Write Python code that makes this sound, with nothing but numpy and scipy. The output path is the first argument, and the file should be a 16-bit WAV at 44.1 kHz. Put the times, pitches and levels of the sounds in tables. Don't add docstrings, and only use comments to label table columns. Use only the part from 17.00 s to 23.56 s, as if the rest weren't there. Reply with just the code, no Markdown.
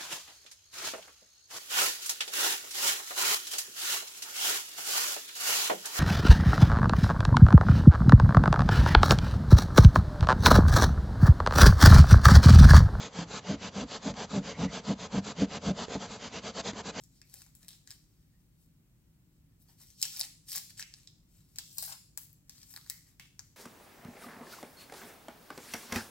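import sys
import numpy as np
from scipy import signal
from scipy.fft import rfft, irfft
from scipy.io import wavfile
from scipy.ndimage import uniform_filter1d, map_coordinates

SR = 44100
rng = np.random.default_rng(int(sys.argv[2]) if len(sys.argv) > 2 else 0)


def to_wav(s):
    ch = np.atleast_2d(s).T
    pcm = np.round(np.clip(ch, -1, 1) * 32767)
    wavfile.write(sys.argv[1], SR, pcm.astype(np.int16))


N = 289296

# t/s, level/dB, body/dB, fizz/dB, facet resonance f/Hz, its height/dB, room send/dB
CREASES = [(0.0371, -31, -13, 5, 6740, 12.5, 0.5), (0.2158, -20, -6, -10, 1760, 9, -6.5),
           (0.3402, -22, 2.5, 15, 7900, 5.5, -18), (0.4186, -21, 4, 2, 9000, 4, -11),
           (0.464, -39.5, 18, 4, 7200, 20, 0.5), (0.5511, -32, -4, 13, 7500, 13, 3),
           (0.6299, -29.5, 3, -4, 7140, 7, -10), (0.6825, -17.5, -3.5, 2, 9100, 10.5, -4),
           (0.6882, -19.5, -15, 4, 3100, 14, -13), (0.7061, -24.5, -7, -7, 8000, 6, -9),
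           (0.7307, -20.5, -7.5, -22, 8000, -2, -3), (0.8741, -21.5, 2.5, -7, 6850, 12, -5),
           (0.906, -13.5, -5, -4.5, 9200, 6, -5.5), (0.913, -16.5, -1.5, -5, 8050, 5, -17),
           (0.9233, -18, -5, -17, 5000, -6, -13), (3.0158, -3.5, -35, -2, 7100, 3, -14),
           (3.0267, 8.5, -24, -1.5, 7400, 4.5, -13), (3.029, -3, -30, -11, 2340, 22, 6),
           (3.0531, -6.5, -4.5, -2, 9000, 6, -9), (3.1633, -17, -8, -12, 5800, 14, -11),
           (3.17, -11.5, -8, 3, 2330, 13, 4), (3.195, -19, -24, 23, 5060, 19, -25),
           (3.204, -11.5, 2, -0.5, 10150, 24, -6), (3.2113, 0.5, -11.5, -2, 4280, 8.5, -16),
           (3.2322, -15, -9, 3, 4420, 13, -20), (3.5184, -14.5, -3, 11.5, 5200, 11, 5.5),
           (3.5583, -12.5, 5, 16.5, 11500, 1, -3.5), (3.5635, -15, -11, 18.5, 9000, 9, -15),
           (3.5743, -11, 0.5, 1, 11400, 7, -21), (3.5799, -13, -11, 16, 6300, 8, -28),
           (3.777, -18.5, -6, -2, 5350, 3, -10), (3.7954, -13.5, 2, 6, 1760, 12, -37),
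           (3.8255, -6.5, -8.5, -14, 1770, 8, -29), (3.939, -17.5, -6, -14, 6400, 11, -8),
           (4.0737, -15, -19, -20.5, 3530, 11, -3), (4.559, -21, -6, 2, 7100, 7, 2),
           (4.5853, -4, -4, 1, 6500, 3, -4.5), (4.772, -29.5, 0, 1, 7040, 20, -5),
           (4.7828, -10.5, 2.5, 19, 6700, 9, -6), (4.7861, -25.5, -6, 5.5, 4340, 25.5, 10.5),
           (4.8244, -10, -6, -0.5, 9800, 15, 5), (4.829, -14.5, -18, 14, 9000, 6, -11),
           (5.1749, -13.5, 7.5, 17.5, 6800, 9.5, -4.5), (5.3295, -44.5, 0.5, 16.5, 13600, 15, -5.5),
           (5.495, -18, -2, 1, 6640, 8.5, -1.5), (5.616, -23.5, -14, -10, 8000, 3, 3),
           (5.6307, -25.5, 1, 5, 5500, 5, -6), (5.7389, -27, 11.5, 14, 5000, 9, 1),
           (5.7625, -15.5, 4.5, 7.5, 4600, 7, -2.5), (5.7741, -26.5, 22, 4, 9200, 11, -18),
           (5.812, -26.5, -3, -14, 4350, 6, -1), (5.863, -40, 23, 13, 4420, 18, -1),
           (5.8988, -7.5, -4, 11.5, 5400, 8, -6), (6.1968, -18.5, 4, -0.5, 2160, 17.5, 1),
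           (6.3928, -23, 14, 3.5, 6240, 24, -2)]
# f/Hz, level/dB
PAPER_SPECTRUM = [(250, -28), (480, -30.5), (750, -16), (1300, -14.5), (1900, -10.5), (2900, -9.5),
                  (4400, -2.5), (5400, -1), (6200, -3), (7500, 1), (9000, -9), (15500, -10)]
# f/Hz, width/Hz, gain/dB
DIRECTIVITY = [(1270, 100, -8.5), (1670, 110, 10.5), (2965, 380, -8.5), (5170, 210, 8), (6070, 1400, -5),
               (8650, 390, -6)]
# start t/s, duration/s, slack level/dB
SEAM_PULLS = [(3.016, 0.23, -44), (3.489, 0.083, -38), (3.787, 0.01, -41.5)]
# middle t/s, duration/s, level/dB, body/dB, fizz/dB
PAPER_RUBS = [(0.01, 0.05, -58.5, -15, 3), (0.166, 0.11, -62.5, -5, -2), (0.374, 0.14, -52, -1.5, 6.5),
              (0.632, 0.046, -60, 10.5, 9), (0.72, 0.08, -53, -1.5, 4.5), (0.923, 0.079, -53.5, -1, 2),
              (1.153, 0.7, -75.5, 3, 7), (1.622, 0.076, -70, -11, 12), (2.366, 0.06, -75, -5, 3),
              (2.621, 0.04, -64, -23, 14), (2.702, 0.056, -60, 6, 8), (2.819, 0.047, -53, 9.5, 11),
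              (2.883, 0.16, -55.5, -10, 1), (3, 0.04, -44.5, -19, -5), (3.046, 0.057, -39, 1.5, 10),
              (3.264, 0.098, -47, -6, -3), (3.65, 0.078, -59, -13, -10), (3.704, 0.015, -43.5, -1, -1),
              (3.798, 0.031, -38, -3, -12), (3.866, 0.08, -60, -16, -20), (3.985, 0.15, -57, -2.5, -2),
              (4.369, 0.12, -62, 0, 5.5), (4.602, 0.062, -53.5, 12, -10), (4.728, 0.27, -53, -8, 6),
              (4.834, 0.12, -43.5, -6, 15), (4.903, 0.04, -44, 12, 8), (4.926, 0.0083, -34, 6, 1),
              (5.222, 0.045, -58, 3, 17), (5.587, 0.12, -55, 2, 5), (5.712, 0.093, -53, -5, 12.5),
              (5.911, 0.13, -54, 3, 3), (6.089, 0.084, -63.5, 8.5, 7), (6.238, 0.064, -60, 5.5, -9),
              (6.457, 0.17, -70, 6, 8)]
# level/dB, body/dB, fizz/dB
HELD_PAPER = (-82, 11, 8.6)
# t/s, level/dB, centre f/Hz, width/Hz
SOFT_HANDLING = [(0.215, -23, 2440, 600), (.343, -19.5, 650, 250), (.418, -27, 2220, 500),
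                 (.63, -24, 583, 200), (0.691, -16, 3600, 900), (0.877, -20.5, 1840, 350),
                 (1.332, -29, 1840, 120), (2.69, -26.5, 850, 250), (2.81, -33, 920, 252),
                 (3.03, -1, 3180, 890), (3.203, -13.5, 785, 300), (3.25, -26, 1900, 450),
                 (3.798, -6, 1990, 350), (3.815, -8.5, 2600, 884), (4.587, -10, 3360, 805),
                 (5.774, -21, 1130, 300), (5.899, -10, 1980, 500), (6.198, -13.5, 2820, 990)]
# t/s, level/dB
RACK_TAPS = [(4.772, -26), (4.785, -19.5), (4.825, -14), (4.857, -28), (4.877, -16.5), (4.893, -15),
             (4.918, -18.5), (4.933, -26)]
# f/Hz, level/dB, T60/s
WRAPPER_MODES = [(720, -4.5, 0.053), (768, -3.5, 0.049), (897, 0, 0.025), (1090, 1, 0.019),
                 (1514, 3.5, 0.017), (2720, -12, 0.023)]
# t/s, lead of the left channel/ms, left minus right/dB
PAPER_POSITION = [(0, 0.021, 0), (3.6, 0.016, -1.5), (4.55, 0.017, 0.5), (4.75, 0.35, -1),
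                  (4.95, 0.26, 3.5), (5.2, 0.093, 2), (5.9, 0.011, 0), (6.4, 0.023, 2)]
# f/Hz, left minus right/dB
SIDE_SHADOW = [(500, 1), (1300, 2.5), (2400, 4.5), (5000, -4), (8000, 12), (12000, 9.5)]
# f/Hz, lag/rad
HOUSING_LAG = [(1000, 0), (2500, 0.0097), (4500, 0.31), (7000, 0.77), (12000, 0.23)]
# delay/ms, left gain, right gain
EARLY_ECHOES = [(1.586, 0.092, 0.27), (6.27, 0.33, 0.091), (7.29, 0.067, 0.3), (12.43, 0.18, 0.1),
                (27.8, 0.038, 0.015)]
# f/Hz, T60/s
REVERB_TIME = [(500, 0.17), (1300, 0.29), (3500, 0.47), (8000, 0.59), (15000, 0.33)]
# f/Hz, gain/dB
REVERB_SPECTRUM = [(500, 3), (2000, 0), (4500, -2.46), (7500, -7.5), (10000, -4), (15000, -0.8)]
# f/Hz, level/dB
NOISE_SPECTRUM = [(12, -64.5), (20, -14), (48, -1.5), (86, -6), (158, 1), (204, -11), (293, -13),
                  (434, -26.5), (698, -31.5), (759, -32), (1810, -34.5), (2260, -34), (6720, -38.5),
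                  (7730, -41.5), (16000, -35.5)]
# f/Hz, width/Hz, height/dB
NOISE_PEAKS = [(100, 5.9, 3.5), (140.4, 11, -4), (7600, 1500, 6.5)]
# f/Hz, correlation
NOISE_CORRELATION = [(60, 0.91), (180, 0.9), (550, 0.46), (1650, -0.11), (4970, -0.48), (15000, 0.73)]
# f/Hz, left minus right/dB
NOISE_BALANCE = [(60, 0.33), (300, 0.95), (700, .7), (15000, 0.56)]


def crease_snaps(snap_ms=1.25, level_db=1, ring_log_width=0.15, room_ring=0.64, uneven_db=3, size=1024):
    hz = np.fft.rfftfreq(size, 1 / SR)
    direct, feed = np.zeros(N), np.zeros(N)
    beam_db = peaks_db(DIRECTIVITY, hz)
    knots_hz = np.geomspace(500, 16000, num=30)
    for start, db, body_db, fizz_db, ring_hz, height_db, room_db in CREASES:
        ring_db = height_db / (1 + (np.log((hz + 1) / ring_hz) / ring_log_width) ** 2)
        colour_db = level_db + db + paper_db(hz, body_db, fizz_db)
        fold_shape = rng.uniform(-1.17, 1, len(knots_hz))
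        ripple_db = uneven_db * np.interp(hz, knots_hz, fold_shape)
        push = burst(snap_ms)
        forward = minimum_phase(gain_of(colour_db + ring_db + beam_db + ripple_db))
        to_room = minimum_phase(gain_of(colour_db + room_ring * ring_db + room_db))
        add(direct, start, signal.fftconvolve(push, forward))
        add(feed, start, signal.fftconvolve(push, to_room))
    return direct, feed


def burst(length_ms, size=2048):
    age = np.arange(size) / SR * 2400 / max(length_ms, 0.2)
    noise = rng.standard_normal(size) * age * np.exp(-age)
    whitener = minimum_phase(abs(rfft(noise)).clip(1e-6) ** -0.6)
    flat = signal.fftconvolve(noise, whitener)[:size]
    return flat / np.linalg.norm(flat)


def paper_db(hz, body_db, fizz_db, body_hz=2500, fizz_hz=9000, bass_hz=200):
    lows = 1 / (1 + (hz / body_hz) ** 4)
    highs = 1 - 1 / (1 + (hz / fizz_hz) ** 6)
    rolloff_db = 20 * np.log10((hz + 1) / np.hypot(hz, bass_hz))
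    return at_hz(PAPER_SPECTRUM, hz) + body_db * lows + fizz_db * highs + rolloff_db


def rustle(crackle_db=-5, patchy_db=3, level_db=-1, size=256):
    fibres = slips(per_s=5000, spread_db=0.5)
    crackles = gain_of(crackle_db) * slips(per_s=90, spread_db=3)
    frames = dict(fs=SR, nperseg=size, noverlap=size * 3 // 4)
    hz, t, spectra = signal.stft(fibres + crackles, **frames)
    strength, body_db, fizz_db = handling(t)
    facets = uniform_filter1d(rng.standard_normal(spectra.shape), size=4, axis=0)
    facets = unit_rms(uniform_filter1d(facets, size=10, axis=1))
    spectra *= unit_rms(gain_of(patchy_db * facets))
    spectra *= gain_of(paper_db(hz[:, None], body_db, fizz_db))
    sound = signal.istft(spectra, **frames)[1][:N]
    return sound * gain_of(level_db) * np.interp(np.arange(N) / SR, t, strength)


def slips(per_s, spread_db):
    sizes = gain_of(spread_db * np.minimum(rng.exponential(1, N), 4))
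    signs = rng.choice([-1., 1.], N)
    slipping = rng.random(N) < per_s / SR
    return unit_rms(sizes * signs * slipping)


def handling(t):
    moves = [pull(t, *row) for row in SEAM_PULLS] + [rub(t, *row) for row in PAPER_RUBS]
    moves.append(np.outer(HELD_PAPER, np.ones(len(t))))
    db, body_db, fizz_db = np.swapaxes(moves, 0, 1)
    power = gain_of(db) ** 2
    return (np.sqrt(power.sum(0)),
            np.average(body_db, axis=0, weights=power),
            np.average(fizz_db, axis=0, weights=power))


def pull(t, start, length, db, swell_db=7, attack_s=0.01, release_s=0.015):
    tension = np.clip((t - start) / length, 0, 1) ** 2.05
    fade_nepers = np.maximum(start - t, 0) / attack_s + np.maximum(t - start - length, 0) / release_s
    level_db = db + swell_db * tension - 20 * np.log10(np.e) * fade_nepers
    body_db = -9.5 * (1 - tension)
    fizz_db = 4.5 - 4 * tension
    return level_db, body_db, fizz_db


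def rub(t, middle, length, db, body_db, fizz_db, edge_drop_db=8, roundness=1.43):
    level_db = db - edge_drop_db * abs(2 * (t - middle) / length) ** roundness
    return np.broadcast_arrays(level_db, body_db, fizz_db)


def soft_handling(length_ms=3, size=2048):
    hz, out = np.fft.rfftfreq(size, 1 / SR), np.zeros(N)
    for start, db, centre_hz, width_hz in SOFT_HANDLING:
        band = gain_of(db) / np.sqrt(1 + (2 * (hz - centre_hz) / width_hz) ** 4)
        add(out, start, signal.fftconvolve(burst(length_ms), minimum_phase(band)))
    return out


def rack_taps(uneven_db=3, level_db=-12, attack_s=0.00025, lowest_hz=560):
    t, out = np.arange(SR // 10) / SR, np.zeros(N)
    hz, mode_db, t60 = np.transpose(WRAPPER_MODES)[:, :, None]
    for start, db in RACK_TAPS:
        coupling = rng.standard_normal(hz.shape)
        modes = gain_of(mode_db + uneven_db * coupling - 60 * t / t60) * np.sin(2 * np.pi * hz * t)
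        ring = (np.sign(coupling) * modes).sum(0) * (1 - np.exp(-t / attack_s))
        add(out, start, gain_of(db + level_db) * ring / np.linalg.norm(ring))
    return signal.sosfilt(signal.butter(4, lowest_hz, "high", fs=SR, output="sos"), out)


def direct_paths(x, scatter_db=-3.5, scatter_hz=4000, scatter_s=0.0013, size=512):
    n, hz = np.arange(N), np.fft.rfftfreq(N, 1 / SR)
    times, *position = np.transpose(PAPER_POSITION)
    lead_ms, pan_db = [np.interp(n / SR, times, column) for column in position]
    paths = 1 + sum(np.array([[left], [right]]) * np.exp(-2j * np.pi * hz * ms / 1000)
                    for ms, left, right in EARLY_ECHOES)
    scatter = rng.standard_normal((2, size)) * np.exp(-n[:size] / SR / scatter_s)
    scatter = rfft(scatter / np.linalg.norm(scatter, axis=1, keepdims=True), N)
    scatter_gain = gain_of(scatter_db) * hz / np.hypot(hz, scatter_hz)
    paths = (paths + scatter_gain * scatter) / np.hypot(1, scatter_gain)
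    paths[1] *= np.exp(-1j * at_hz(HOUSING_LAG, hz))
    left, right = irfft(rfft(x) * paths * panned(at_hz(SIDE_SHADOW, hz)), N)
    right = map_coordinates(right, [n - lead_ms * SR / 1000], order=5)
    return np.array([left, right]) * panned(pan_db)


def turning_reverb(x, fades_per_s=6, count=4):
    turn = fades_per_s * np.arange(N) / SR
    offsets = [abs((turn - k + count / 2) % count - count / 2) for k in range(count)]
    return sum(reverb(x * np.cos(np.pi / 2 * np.minimum(offset, 1))) for offset in offsets)


def reverb(x, gap_s=0.0011, shadow_share=0.29, bass_correlation=0.23, correlated_hz=2500, size=256):
    reflections = rng.standard_normal((2, SR)) * (rng.random((2, SR)) < 0.1)
    reflections *= np.arange(SR) > gap_s * SR
    hz, t, spectra = signal.stft(reflections, SR, nperseg=size)
    correlation = bass_correlation / (1 + (hz / correlated_hz) ** 2)
    spectra = correlated(*spectra, correlation[:, None])
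    spectra *= gain_of(-60 * t / at_hz(REVERB_TIME, hz)[:, None])
    norm = np.linalg.norm(signal.istft(spectra, SR, nperseg=size)[1][0])
    colour = gain_of(at_hz(REVERB_SPECTRUM, hz)) * panned(shadow_share * at_hz(SIDE_SHADOW, hz))
    tail = signal.istft(spectra * colour[:, :, None], SR, nperseg=size)[1] / norm
    return signal.fftconvolve(x[None], tail, axes=1)[:, :N]


def background(rms_db=-64.5):
    hz = np.fft.rfftfreq(N, 1 / SR)
    noise = correlated(*rfft(rng.standard_normal((2, N))), at_hz(NOISE_CORRELATION, hz))
    shape_db = at_hz(NOISE_SPECTRUM, hz) + peaks_db(NOISE_PEAKS, hz)
    pair = irfft(noise * gain_of(shape_db) * panned(at_hz(NOISE_BALANCE, hz)), N)
    return gain_of(rms_db) * pair / pair.mean(0).std()


def gain_of(db):
    return 10 ** (np.asarray(db) / 20)


def unit_rms(x):
    return x / np.sqrt(np.mean(x ** 2) + 1e-20)


def at_hz(points, hz):
    f, value = np.transpose(points)
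    return np.interp(np.log(hz + 1), np.log(f + 1), value)


def peaks_db(peaks, hz):
    return sum(db / (1 + (2 * (hz - f) / width) ** 2) for f, width, db in peaks)


def add(mix, start_s, sound):
    part = mix[max(round(start_s * SR), 0):][:len(sound)]
    part += sound[:len(part)]


def panned(db):
    pair = np.array([gain_of(db / 2), gain_of(-db / 2)])
    return pair / np.sqrt((pair ** 2).mean(0))


def correlated(a, b, correlation):
    return np.array([a, correlation * a + np.sqrt(1 - correlation ** 2) * b])


def minimum_phase(gain):
    log_gain = np.log(np.maximum(gain, 1e-5))
    mirrored = np.r_[log_gain, log_gain[-2:0:-1]]
    return np.fft.ifft(np.exp(np.conj(signal.hilbert(mirrored)))).real


def scene(rustle_room_db=-3, soft_direct_db=-6, tap_room_db=-5):
    snaps, snap_feed = crease_snaps()
    rubbing, soft, taps = rustle(), soft_handling(), rack_taps()
    direct = snaps + rubbing + taps + gain_of(soft_direct_db) * soft
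    feed = snap_feed + gain_of(rustle_room_db) * rubbing + gain_of(tap_room_db) * taps + soft
    return direct_paths(direct) + turning_reverb(feed) + background()


def record(dry, cutoff_hz=16150):
    lowpass = signal.firwin(301, cutoff_hz, window=("kaiser", 9), fs=SR)
    return signal.oaconvolve(dry, lowpass[None], "same")


dry = scene()
out = record(dry)
to_wav(out)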